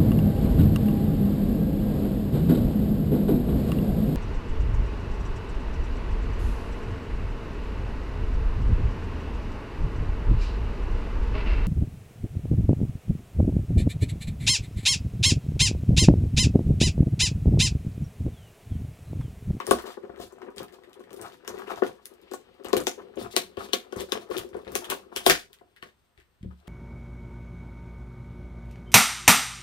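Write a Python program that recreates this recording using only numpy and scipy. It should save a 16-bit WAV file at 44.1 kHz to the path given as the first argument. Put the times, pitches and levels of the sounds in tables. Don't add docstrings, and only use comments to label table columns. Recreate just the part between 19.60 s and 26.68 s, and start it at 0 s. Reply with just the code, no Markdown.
import sys
import numpy as np
from scipy import signal
from scipy.fft import rfft, irfft, next_fast_len
from scipy.io import wavfile
from scipy.ndimage import uniform_filter1d, map_coordinates

SR = 44100
rng = np.random.default_rng(int(sys.argv[2]) if len(sys.argv) > 2 else 0)


def pcm_store(signal):
    levels = np.round(np.clip(np.atleast_2d(signal), -1, 1) * 32767)
    wavfile.write(sys.argv[1], SR, levels.astype(np.int16).T)


def convert_level_to_amplitude(level_db):
    exponent = np.asarray(level_db, float) / 20
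    return 10 ** exponent


N = 312212
SIZE = 8192

# (frequency [Hz], width [Hz], level [dB])
SHELL = [(709, 62, 0.5), (1099.5, 71, 0.5), (1354, 560, -11), (1452, 30, 1.5), (1750, 130, -8),
         (2020, 190, -17.5)]
# (time [s], crack [dB], boom [dB], flap resonance [Hz], top octave [dB])
CUTS = [(0.1097, -15, -6, 9300, -3.5), (1.877, -27.5, -31.5, 6250, -3), (3.1302, -22.5, -10, 4180, -10),
        (3.269, -16.5, -18, 6550, -4.5), (3.7643, -13, -17, 3920, -6), (4.1328, -15.5, -17.5, 3460, -7),
        (4.5209, -19.5, -19.5, 3240, -11), (5.1529, -16, -20.5, 6160, -0.5), (5.3003, -18.5, -28, 2790, -2),
        (5.5621, -18, -26.5, 3100, -5.5), (5.6636, -6.5, -11, 3350, 0.5),
        (5.6973, -7.5, -14.5, 1760, -10.5)]
# (time [s], tick [dB], boom [dB], 1.5-4 kHz [dB])
BITES = [(0.7231, -55, -41, -30), (1.402, -58, -35.5, 1), (1.506, -47.5, -40.5, 0),
         (2.0743, -46, -34.5, 29), (2.2199, -45, -9.5, 18), (2.7137, -42.5, -27.5, -2.5),
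         (3.0458, -39, -27, 5), (3.5725, -47, -32, 26), (3.9703, -41, -25, 15), (4.0872, -48, -36, 15),
         (4.324, -41.5, -26, 2.5), (4.3626, -42, -29.5, -19), (4.7108, -40, -23, 6)]


def unit(x):
    return x / np.sqrt(np.mean(x ** 2) + 1e-20)


def peaked(rows):
    return rows / np.abs(rows).max(axis=1, keepdims=True)


def along(points, hz):
    f, v = np.transpose(points)
    return np.interp(np.log(hz + 1), np.log(f + 1), v)


def curves(rows):
    s, *cols = np.transpose(rows)
    return [np.interp(np.arange(N) / SR, s, c) for c in cols]


def filtered(x, response):
    m = next_fast_len(x.shape[-1] + SIZE // 4)
    return irfft(rfft(x, m) * response(np.fft.rfftfreq(m, 1 / SR)), m)[..., :x.shape[-1]]


def modes(resonances):
    return lambda f: sum((-1) ** k * convert_level_to_amplitude(db) * 1j * f * w / (c * c - f * f + 1j * f * w)
                         for k, (c, w, db) in enumerate(resonances))


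def bursts(count, rise, t60):
    t = np.arange(SIZE) / SR
    return rng.standard_normal((count, SIZE)) * (1 - np.exp(-t / rise)) * convert_level_to_amplitude(-60 * t / t60)


def pushed(contact):
    u = np.arange(SIZE) / SR / np.c_[contact]
    return np.sin(np.pi * np.minimum(u, 1)) ** 2


def laid(times, rows):
    first = np.round(np.asarray(times) * SR).astype(int)[:, None]
    at = first + np.arange(SIZE) + SIZE
    return np.bincount(at.ravel(), rows.ravel(), N + SIZE + SR)[SIZE:SIZE + N]


def snaps():
    s, db, mid_db, top_db, rattle_db, ring_hz = np.transpose(partings())
    count = len(s)
    crack = peaked(bursts(count, rise=0.00012, t60=0.0045))
    chatter = convert_level_to_amplitude(3.5 * np.kron(rng.standard_normal((count, SIZE // 64)), np.ones(64)))
    rattle = convert_level_to_amplitude(rattle_db)[:, None] * chatter * bursts(count, rise=0.00031, t60=0.2)
    creep_n = 500
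    swell_db = -29 - 60 * np.arange(creep_n)[::-1] / SR / .028
    creep = convert_level_to_amplitude(swell_db) * rng.standard_normal((count, creep_n))
    tear = np.hstack([creep, (crack + rattle)[:, :-creep_n]])

    late = signal.lfilter([.6], [1, -.4], bursts(2 * count, rise=0.0089, t60=0.23))
    scatter = convert_level_to_amplitude(-7.5) * bursts(2 * count, rise=0.0086, t60=0.059) + convert_level_to_amplitude(-22.5) * late

    slope = lambda f: np.array([along([(500, m - 22), (1500, m + 3), (3200, m + 2), (6000, 0.0065),
                                       (11000, h + 3), (16000, h - 1)], f)
                                for m, h in zip(mid_db, top_db)])
    bumps = 1.8 * rng.standard_normal((count, 40))
    uneven = lambda f: np.array([along(np.c_[np.geomspace(1200, 16000, len(row)), row], f) for row in bumps])
    flap = lambda f: 6.8 * np.exp(-(np.log((f + 1) / ring_hz[:, None]) / 0.17) ** 2)
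    colour = lambda f: convert_level_to_amplitude(slope(f) + uneven(f) + flap(f))
    direct, *far = filtered(np.array([tear, *scatter.reshape(2, -1, SIZE)]), colour)
    gain = convert_level_to_amplitude(db + 8.5)[:, None] / np.abs(direct).max(axis=1, keepdims=True)
    start = s + .0006 - creep_n / SR
    return laid(start, gain * direct), np.array([laid(s + .003, gain * rows) for rows in far])


def partings():
    # (time [s], peak [dB], flap resonance [Hz])
    flicks = [(0.067, -28.5, 9940), (0.962, -44, 9030), (1.5303, -42, 12700), (1.6138, -37.5, 8700),
              (2.4555, -33, 10000), (2.7357, -33, 7460), (3.0847, -36.5, 7300), (3.2027, -32.5, 8200),
              (5.119, -39.5, 12900), (1.9859, -43, 14200)]
    # (time [s], peak [dB], top octave [dB])
    crackles = [(0.9815, -33.5, -9), (1.0305, -40.5, 4), (1.331, -47.5, -8), (1.7217, -49, -9),
                (2.159, -44, -7), (2.2656, -35.5, -2), (3.1668, -22.5, -0.5), (4.4065, -30, 0),
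                (4.7673, -31, -10), (4.783, -26, -2.5), (5.0775, -45, -22), (5.2438, -31.5, -4.5),
                (5.9303, -43, -1)]
    # (time [s], peak [dB])
    ticks = [(0.0011, -35), (1.828, -70), (2.235, -34), (3.39, -54.5), (3.421, -62), (3.736, -47.5),
             (6.2257, -35.5), (0.56, -50.5), (0.817, -49.5), (1.2357, -54.5), (1.848, -50), (5.048, -49),
             (5.987, -58), (6.1627, -50), (6.288, -55), (6.5766, -53), (6.8289, -54), (7.073, -53.5),
             (0.969, -50), (1.082, -53), (1.439, -54), (1.494, -55), (1.97, -51), (1.7, -52), (1.979, -44),
             (2.101, -49.5), (6.6, -56.5), (0.428, -60), (0.34, -52), (0.21, -47)]
    # (time [s], peak [dB], pitch [Hz])
    specks = [(0.2134, -44, 9270), (0.2216, -35, 14400), (0.2324, -43, 14000), (0.2593, -47, 4620),
              (0.5761, -53, 7800), (0.5874, -52, 4880), (0.602, -39.5, 4860), (0.6436, -39, 4390),
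              (0.667, -44, 8940), (0.7861, -55, 8350), (0.9038, -51, 4600), (1.1238, -46, 6890),
              (1.1494, -62, 8360), (1.2464, -59, 8370), (1.2955, -52, 4020), (1.3404, -49, 9080),
              (1.3957, -51, 4040), (1.4351, -54, 8370), (1.5643, -40, 10700), (1.6811, -45, 5950),
              (1.7409, -48, 4270), (1.7714, -52, 4700), (1.8884, -36, 7400), (2.1114, -44, 4310),
              (2.3294, -51, 4630), (2.3544, -55, 8360), (2.538, -46, 4760), (2.615, -48, 4160),
              (2.8124, -60, 4140), (2.9424, -54, 4030), (3.037, -42, 4810), (3.2364, -34, 6770),
              (3.5572, -43.5, 6600), (3.6014, -44, 4450), (3.629, -34.5, 9770), (4.4584, -54, 4340),
              (4.6897, -50, 4650), (4.7024, -41, 4130), (4.7775, -20, 12800), (4.8894, -46, 5700),
              (4.9671, -45, 8120), (5.5243, -57, 4020)]
    return ([(s, db, 1.5, top, -26, hz) for s, db, _, hz, top in CUTS]
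            + [(s, db, mid, -7, -22.5, 3010) for s, db, _, mid in BITES]
            + [(s, db, -2.5, -2.5, -30, hz) for s, db, hz in flicks]
            + [(s, db, 2.5, top, -34.5, 3350) for s, db, top in crackles]
            + [(s, db, 13, -5, -23, 1870) for s, db in ticks]
            + [(s, db - 8.5, -6, -1, -31, hz) for s, db, hz in specks])


def blades():
    # (time [s], peak [dB], low [Hz], middle [Hz], high [Hz])
    rings = [(0.1104, -11, 2910, 3540, 6860), (0.981, -29, 3410, 3850, 4800),
             (1.8766, -29, 2870, 3760, 6150), (3.13, -27, 3500, 4240, 6650),
             (3.166, -19.5, 2940, 4250, 6940), (3.269, -15, 2970, 3550, 6780),
             (3.7635, -20, 3070, 4000, 5080), (4.1331, -6, 2960, 4100, 5860),
             (4.3998, -24, 3180, 3700, 6250), (4.5199, -19, 3360, 3660, 6240),
             (4.7671, -25, 3410, 3570, 4960), (5.154, -17.5, 3080, 3900, 6220),
             (5.299, -23, 2580, 4050, 5200), (5.561, -26.5, 3370, 4290, 5050),
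             (5.6628, -9, 3260, 3650, 4900), (5.6979, -4.5, 3370, 3600, 5300)]
    width_hz = 120
    s, db, *hz = np.transpose(rings)
    band = lambda f: sum(1j * f * width_hz / (c[:, None] ** 2 - f * f + 1j * f * width_hz) for c in hz)
    drive = bursts(len(s), rise=.0001, t60=0.0045) + .25 * bursts(len(s), rise=.001, t60=.05)
    return laid(s, convert_level_to_amplitude(db - 10)[:, None] * peaked(filtered(drive, band)))


def jolts():
    s, db, shell_db, wall_hz = np.transpose(pushes())
    push = pushed(np.full(len(s), 0.001)) + 0.3 * bursts(len(s), rise=0.0006, t60=0.04)
    boom = peaked(filtered(push, hollow))
    near = lambda f: 0.36 + np.exp(-(np.log((f + 1) / wall_hz[:, None]) / 0.39) ** 2)
    soft = lambda f: near(f) * modes(SHELL)(f) * 1j * f / (400 + 1j * f) / (1 + 1j * f / 2500) ** 2
    walls = peaked(filtered(bursts(len(s), rise=0.0005, t60=.022), soft))
    return laid(s - .001, convert_level_to_amplitude(db - 2.0)[:, None] * (boom + convert_level_to_amplitude(shell_db + 3.5)[:, None] * walls))


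def pushes():
    # (time [s], peak [dB], walls [dB], wall pitch nearest the contact [Hz])
    shoves = [(0.001, -32, 9, 1060), (0.073, -29, -3.5, 700), (0.112, -25, 3, 601), (0.204, -44, -1, 1150),
              (0.239, -31, -6.5, 1100), (0.372, -29, -11, 840), (0.495, -32.5, -8, 860),
              (0.597, -29.5, -7.5, 810), (1.002, -28, -9.5, 807), (1.185, -44, -5, 910),
              (1.538, -33, -21, 800), (1.646, -48, 7, 1300), (1.937, -35, -10, 1060), (2.174, -40, 5, 900),
              (2.513, -42, -28, 800), (2.736, -28.5, -2.5, 710), (3.168, -24, -5, 1100),
              (3.207, -29, -9, 895), (3.613, -29.5, -9.5, 805), (4.405, -48, -12, 900),
              (4.572, -38, -11, 890), (4.761, -24.5, -20.5, 800), (4.948, -28, -6, 820),
              (5.322, -26.5, -3.5, 892), (5.665, -21.5, 11.5, 620), (5.699, -20.5, 4, 567),
              (6.012, -44.5, -3.5, 900), (6.226, -39.5, 4.5, 1500), (6.844, -40, -20, 710)]
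    return ([(s + 0.0011, boom, -6, 1050) for s, _, boom, *_ in CUTS]
            + [(s + 0.0016, boom, -10, 1060) for s, _, boom, _ in BITES] + shoves)


def hollow(f):
    # (frequency [Hz], width [Hz], level [dB])
    pack_modes = [(373.8, 77, 4), (343, 86, -0.5), (395.2, 52, -11), (470, 110, -2.5), (522.7, 50, -0.5),
                  (258, 50, -5.5), (214, 60, -7.5)]
    return modes(pack_modes)(f) * (1j * f / (170 + 1j * f)) ** 2 / (1 + 1j * f / 1200)


def strokes():
    # (frequency [Hz], level [dB per Hz])
    rub_spectrum = [(350, -35), (600, -12), (765, -10), (875, -9), (1090, -5), (2090, -20.5), (3000, -25.5),
                    (3900, -56.5), (6600, -120)]
    # (frequency [Hz], level [dB per Hz])
    scrape_spectrum = [(1300, -33), (2300, -7.5), (3500, 0), (6000, -8.5), (10000, -9.5), (16000, -14.5)]
    rub_colour = lambda f: convert_level_to_amplitude(along(rub_spectrum, f)) * (.5 + modes(SHELL)(f))
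    scrape_colour = lambda f: convert_level_to_amplitude(along(scrape_spectrum, f))
    creak = unit(filtered(slips(120, spread_db=4, clump_db=3.5, tick=0.83), hollow))
    rub = unit(filtered(slips(300, spread_db=4, clump_db=3.5, tick=2.2), rub_colour))
    scrape = unit(filtered(slips(640, spread_db=0.5, clump_db=4.5, tick=1.5), scrape_colour))
    rumble = unit(filtered(slips(63, spread_db=4, clump_db=4.5, tick=0.4), table))
    layers = pressure() * [creak, rub, scrape, rumble]
    return layers[:3].sum(axis=0) + handling(), layers[3]


def slips(rate, spread_db, clump_db, tick):
    grain = lambda r: map_coordinates(rng.standard_normal(int(N * r / SR) + 4), [np.arange(N) * r / SR])
    ticks = (rng.random(N) < 45 / SR) * rng.random(N)
    jumps = 1 + tick * signal.lfilter([1], [1, -np.exp(-1 / (0.007 * SR))], ticks)
    return rng.standard_normal(N) * jumps * convert_level_to_amplitude(spread_db * grain(rate) + clump_db * grain(35))


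def pressure():
    # (time [s], grip [dB])
    grip = [(0, -47.5), (.35, -58.5), (1.02, -58), (1.8, -58), (2.4, -60), (3, -58.5), (3.5, -54),
            (4.3, -56.5), (5, -54), (5.45, -58), (5.88, -68.5), (6.4, -81.5), (6.9, -86), (7.08, -62)]
    # (time [s], length [s], pack creak [dB], blade scrape [dB])
    presses = [(0.001, 0.11, -49.5, -60), (0.078, 0.091, -35.5, -34.5), (0.419, 0.035, -43, -79),
               (0.558, 0.13, -47.5, -55), (0.959, 0.095, -41, -57), (1.5, 0.15, -48.5, -62),
               (1.574, 0.12, -45, -52), (1.865, 0.12, -40.5, -55.5), (2.219, 0.097, -42.5, -51.5),
               (3.134, 0.1, -29.5, -53), (3.558, 0.14, -40.5, -49), (3.969, 0.11, -42, -44.5),
               (4.352, 0.09, -34, -43.5), (4.482, 0.039, -52, -54), (4.69, 0.16, -36.5, -42),
               (4.926, 0.07, -42, -55), (5.055, 0.15, -40.5, -48.5), (5.309, 0.043, -39, -43),
               (5.514, 0.044, -53, -55.5), (5.582, 0.28, -52.5, -44.5), (5.68, 0.036, -20.5, -22)]
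    # (time [s], length [s], pack creak [dB], blade scrape [dB])
    glides = [(0.493, 0.07, -46.5, -86), (0.713, 0.11, -60, -99), (1.235, 0.093, -53, -103),
              (1, 0.054, -51, -83), (6.575, 0.04, -65.5, -75), (2.09, 0.037, -45, -44.5),
              (0.17, 0.026, -47, -44), (0.2464, 0.066, -44.5, -44), (0.811, 0.11, -48.5, -83),
              (1.116, 0.031, -61, -61), (1.343, 0.11, -53, -108), (1.713, 0.045, -60, -53.5),
              (1.975, 0.08, -42, -54.5), (2.058, 0.055, -44, -47), (2.154, 0.045, -47.5, -45.5),
              (3.048, 0.089, -42, -60.5), (3.371, 0.057, -41, -83), (3.72, 0.028, -68, -82),
              (3.7, 0.033, -61, -44.5), (4.537, 0.048, -35, -49.5), (5.202, 0.22, -49, -64),
              (6.9, 0.038, -58, -79.5), (6.226, 0.069, -59.5, -60.5), (5.6, 0.044, -80.5, -73),
              (2.1, 0.048, -37, -54), (4.7, 0.053, -57, -56), (4.6, 0.04, -54.5, -49),
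              (1.925, 0.022, -50.5, -60), (4.96, 0.076, -55, -66), (0.3, 0.035, -48.5, -51.5)]
    held_db = np.c_[[-61.5, -67, -80, -72.5]]
    growth = np.c_[[0.91, 0.7, 0.32, 0.8]]
    rise = np.c_[[0.15, 0.15, 0.37, 0.15]]
    ease = 0.51
    gain = convert_level_to_amplitude(held_db + growth * (curves(grip)[0] + 60))
    for rows, rub_db, rumble_db in (presses, -0.85, -8.5), (glides, 4.5, -20):
        for s, length, creak, blade in rows:
            first = max(round(s * SR), 0)
            u = np.linspace(0, 1, round((length + 0.015) * SR))[:N - first]
            ramp = np.minimum(1, np.minimum(u / rise, (1 - u) / ease))
            swell = np.sin(np.pi / 2 * ramp) ** 2
            rub = creak + 0.27 * (blade - creak) + rub_db
            db = [creak, rub, blade, creak + rumble_db]
            gain[:, first:first + len(u)] += convert_level_to_amplitude(np.array(db) - 5.0)[:, None] * swell
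    return gain


def handling():
    # (frequency [Hz], level [dB per Hz])
    skin_spectrum = [(900, -26), (1800, -2.5), (3000, 0.5), (4800, -9), (6500, -23), (16000, -37.5)]
    # (time [s], brushing [dB])
    palms = [(0, -74), (.5, -76), (1.2, -78), (1.8, -74), (2.4, -75), (2.7, -67), (3, -72), (4, -71),
             (5.4, -76), (5.9, -80), (6.4, -85.5), (6.9, -83.5), (7.08, -73.5)]
    # (frequency [Hz], level [dB per Hz])
    fissure_spectrum = [(300, -19.5), (900, 4.5), (2000, 1.5), (3500, -8.5), (6000, -27.5), (16000, -37)]
    per_s, decay_s, spread_db = 260, 0.0007, 4
    brushing = slips(81, spread_db=0.5, clump_db=1.5, tick=.3)
    skin = unit(filtered(brushing, lambda f: convert_level_to_amplitude(along(skin_spectrum, f))))
    starts = (rng.random(N) < per_s / SR) * convert_level_to_amplitude(spread_db * rng.standard_normal(N))
    dying = signal.lfilter([1], [1, -np.exp(-1 / (decay_s * SR))], starts)
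    cracks = filtered(dying * rng.standard_normal(N), lambda f: convert_level_to_amplitude(along(fissure_spectrum, f)))
    return convert_level_to_amplitude(curves(palms)[0]) * skin + convert_level_to_amplitude(6) * pressure()[1] * cracks


def thuds():
    # (time [s], peak [dB], contact [s])
    landings = [(0.104, -33, 0.0064), (0.596, -46, 0.0043), (0.994, -55, 0.0038), (3.167, -37.5, 0.0051),
                (3.973, -44, 0.0059), (4.362, -35.5, 0.004), (4.708, -44, 0.0041), (5.289, -45.5, 0.0027),
                (5.665, -41, 0.0048), (6.225, -52.5, .003), (6.573, -56.5, 0.0098), (6.806, -45.5, 0.0066),
                (6.829, -31.5, .0028), (6.856, -30.5, .003), (6.883, -44, 0.0043), (6.912, -47, .003),
                (3.061, -51, .006), (0.492, -50, 0.0051), (4.93, -50, 0.0068), (5.57, -53, 0.0089)]
    s, db, contact = np.transpose(landings)
    return laid(s, convert_level_to_amplitude(db + 3.5)[:, None] * peaked(filtered(pushed(contact), table)))


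def table(f):
    # (frequency [Hz], width [Hz], level [dB])
    board_modes = [(69, 10, -5), (182, 30, -4.5), (41.4, 18, -16), (135, 26, -16.5), (326.3, 37, -10)]
    return modes(board_modes)(f) / (1 + 1j * f / 320) ** 2


def ports(x):
    # (frequency [Hz], left-right [dB])
    lean_points = [(60, 14), (110, 11.5), (200, 7), (380, 20.5), (700, 12.5), (1290, 12), (2380, 13.5),
                   (4400, 14), (8120, 12.5), (11000, 10), (15000, 11.5)]
    # (time [s], lead [samples])
    lead_path = [(0, 6), (3.4, 7), (3.7, 10), (5.3, 9), (7.1, 10)]
    # (time [s], left-right [dB])
    swing_path = [(0, -3.5), (4.8, -2), (5.3, -2.5), (5.6, -4.5), (6.3, -6), (7.1, 0)]
    bump = lambda f: np.exp(-(np.log((f + 1) / 420) / 0.66) ** 2)
    lag = lambda f: np.exp(-1j * 1.1 * bump(f) * [[0], [1]])
    lean = lambda f: lag(f) * convert_level_to_amplitude(along(lean_points, f) * [[.5], [-.5]])
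    pair = filtered(x * convert_level_to_amplitude(curves(swing_path)[0] * [[.5], [-.5]]), lean)
    late = np.maximum(np.arange(N) - np.round(curves(lead_path)[0]).astype(int), 0)
    return np.array([pair[0], pair[1][late]])


def room(x, count=3):
    # (frequency [Hz], t60 [s])
    decay = [(100, .33), (260, 0.18), (700, 0.21), (1840, 0.096), (4850, 0.29), (12800, 0.19)]
    # (frequency [Hz], share of power)
    alike = [(100, 0.83), (260, 0.51), (500, 0.29), (2000, 0.043)]
    turn, wet = np.arange(N) // (SR // 6) % count, 0
    for k in range(count):
        hz, t, z = signal.stft(rng.standard_normal((3, SR // 3)), SR, nperseg=256)
        share = along(alike, hz)[:, None]
        z = np.sqrt(share) * z[2] + np.sqrt(1 - share) * z[:2]
        tail = signal.istft(z * convert_level_to_amplitude(-60 * t / along(decay, hz)[:, None]), SR, nperseg=256)[1]
        part = np.pad(x * uniform_filter1d(1. 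* (turn == k), size=400), (260, 0))
        wet = wet + signal.fftconvolve(part[None], tail / np.linalg.norm(tail[0]), axes=1)[:, :N]
    return wet


def floor():
    # (frequency [Hz], level [dB per Hz])
    hiss_spectrum = [(15, -51.5), (25, -6), (65, 2), (433, -12.5), (1280, -13), (7920, -30.5),
                     (8600, -33.5), (15200, -27.5), (16500, -50.5)]
    # (frequency [Hz], level [dB])
    tones = [(59.2, -81), (8360, -82.5)]
    own, shared = rng.standard_normal((2, N)), rng.standard_normal(N)
    hiss = unit(filtered(own + 0.76 * shared, lambda f: convert_level_to_amplitude(along(hiss_spectrum, f))))
    steady = sum(convert_level_to_amplitude(db - 2.5) * np.sin(2 * np.pi * hz * np.arange(N) / SR) for hz, db in tones)
    return convert_level_to_amplitude(-70) * hiss + steady


def scene():
    pack, (slide, rumble), (sheet, scatter) = jolts(), strokes(), snaps()
    board = thuds() + rumble
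    near = ports(pack + slide + sheet + blades()) + board * convert_level_to_amplitude([[.6], [-.6]])
    return near + scatter + room(convert_level_to_amplitude(-3) * (pack + slide) + convert_level_to_amplitude(-5.0) * board) + floor()


def low_pass(x):
    return signal.sosfilt(signal.butter(12, 16990, fs=SR, output="sos"), x)


def record(dry):
    # (frequency [Hz], level [dB])
    mic_top = [(15300, -1), (15800, -8.5), (16200, -38), (17000, -49.5)]
    soft = dry / (1 + np.abs(dry / .88) ** 6) ** (1 / 6)
    return low_pass(filtered(soft, lambda f: convert_level_to_amplitude(along(mic_top, f))))


dry = scene()
out = record(dry)
pcm_store(out)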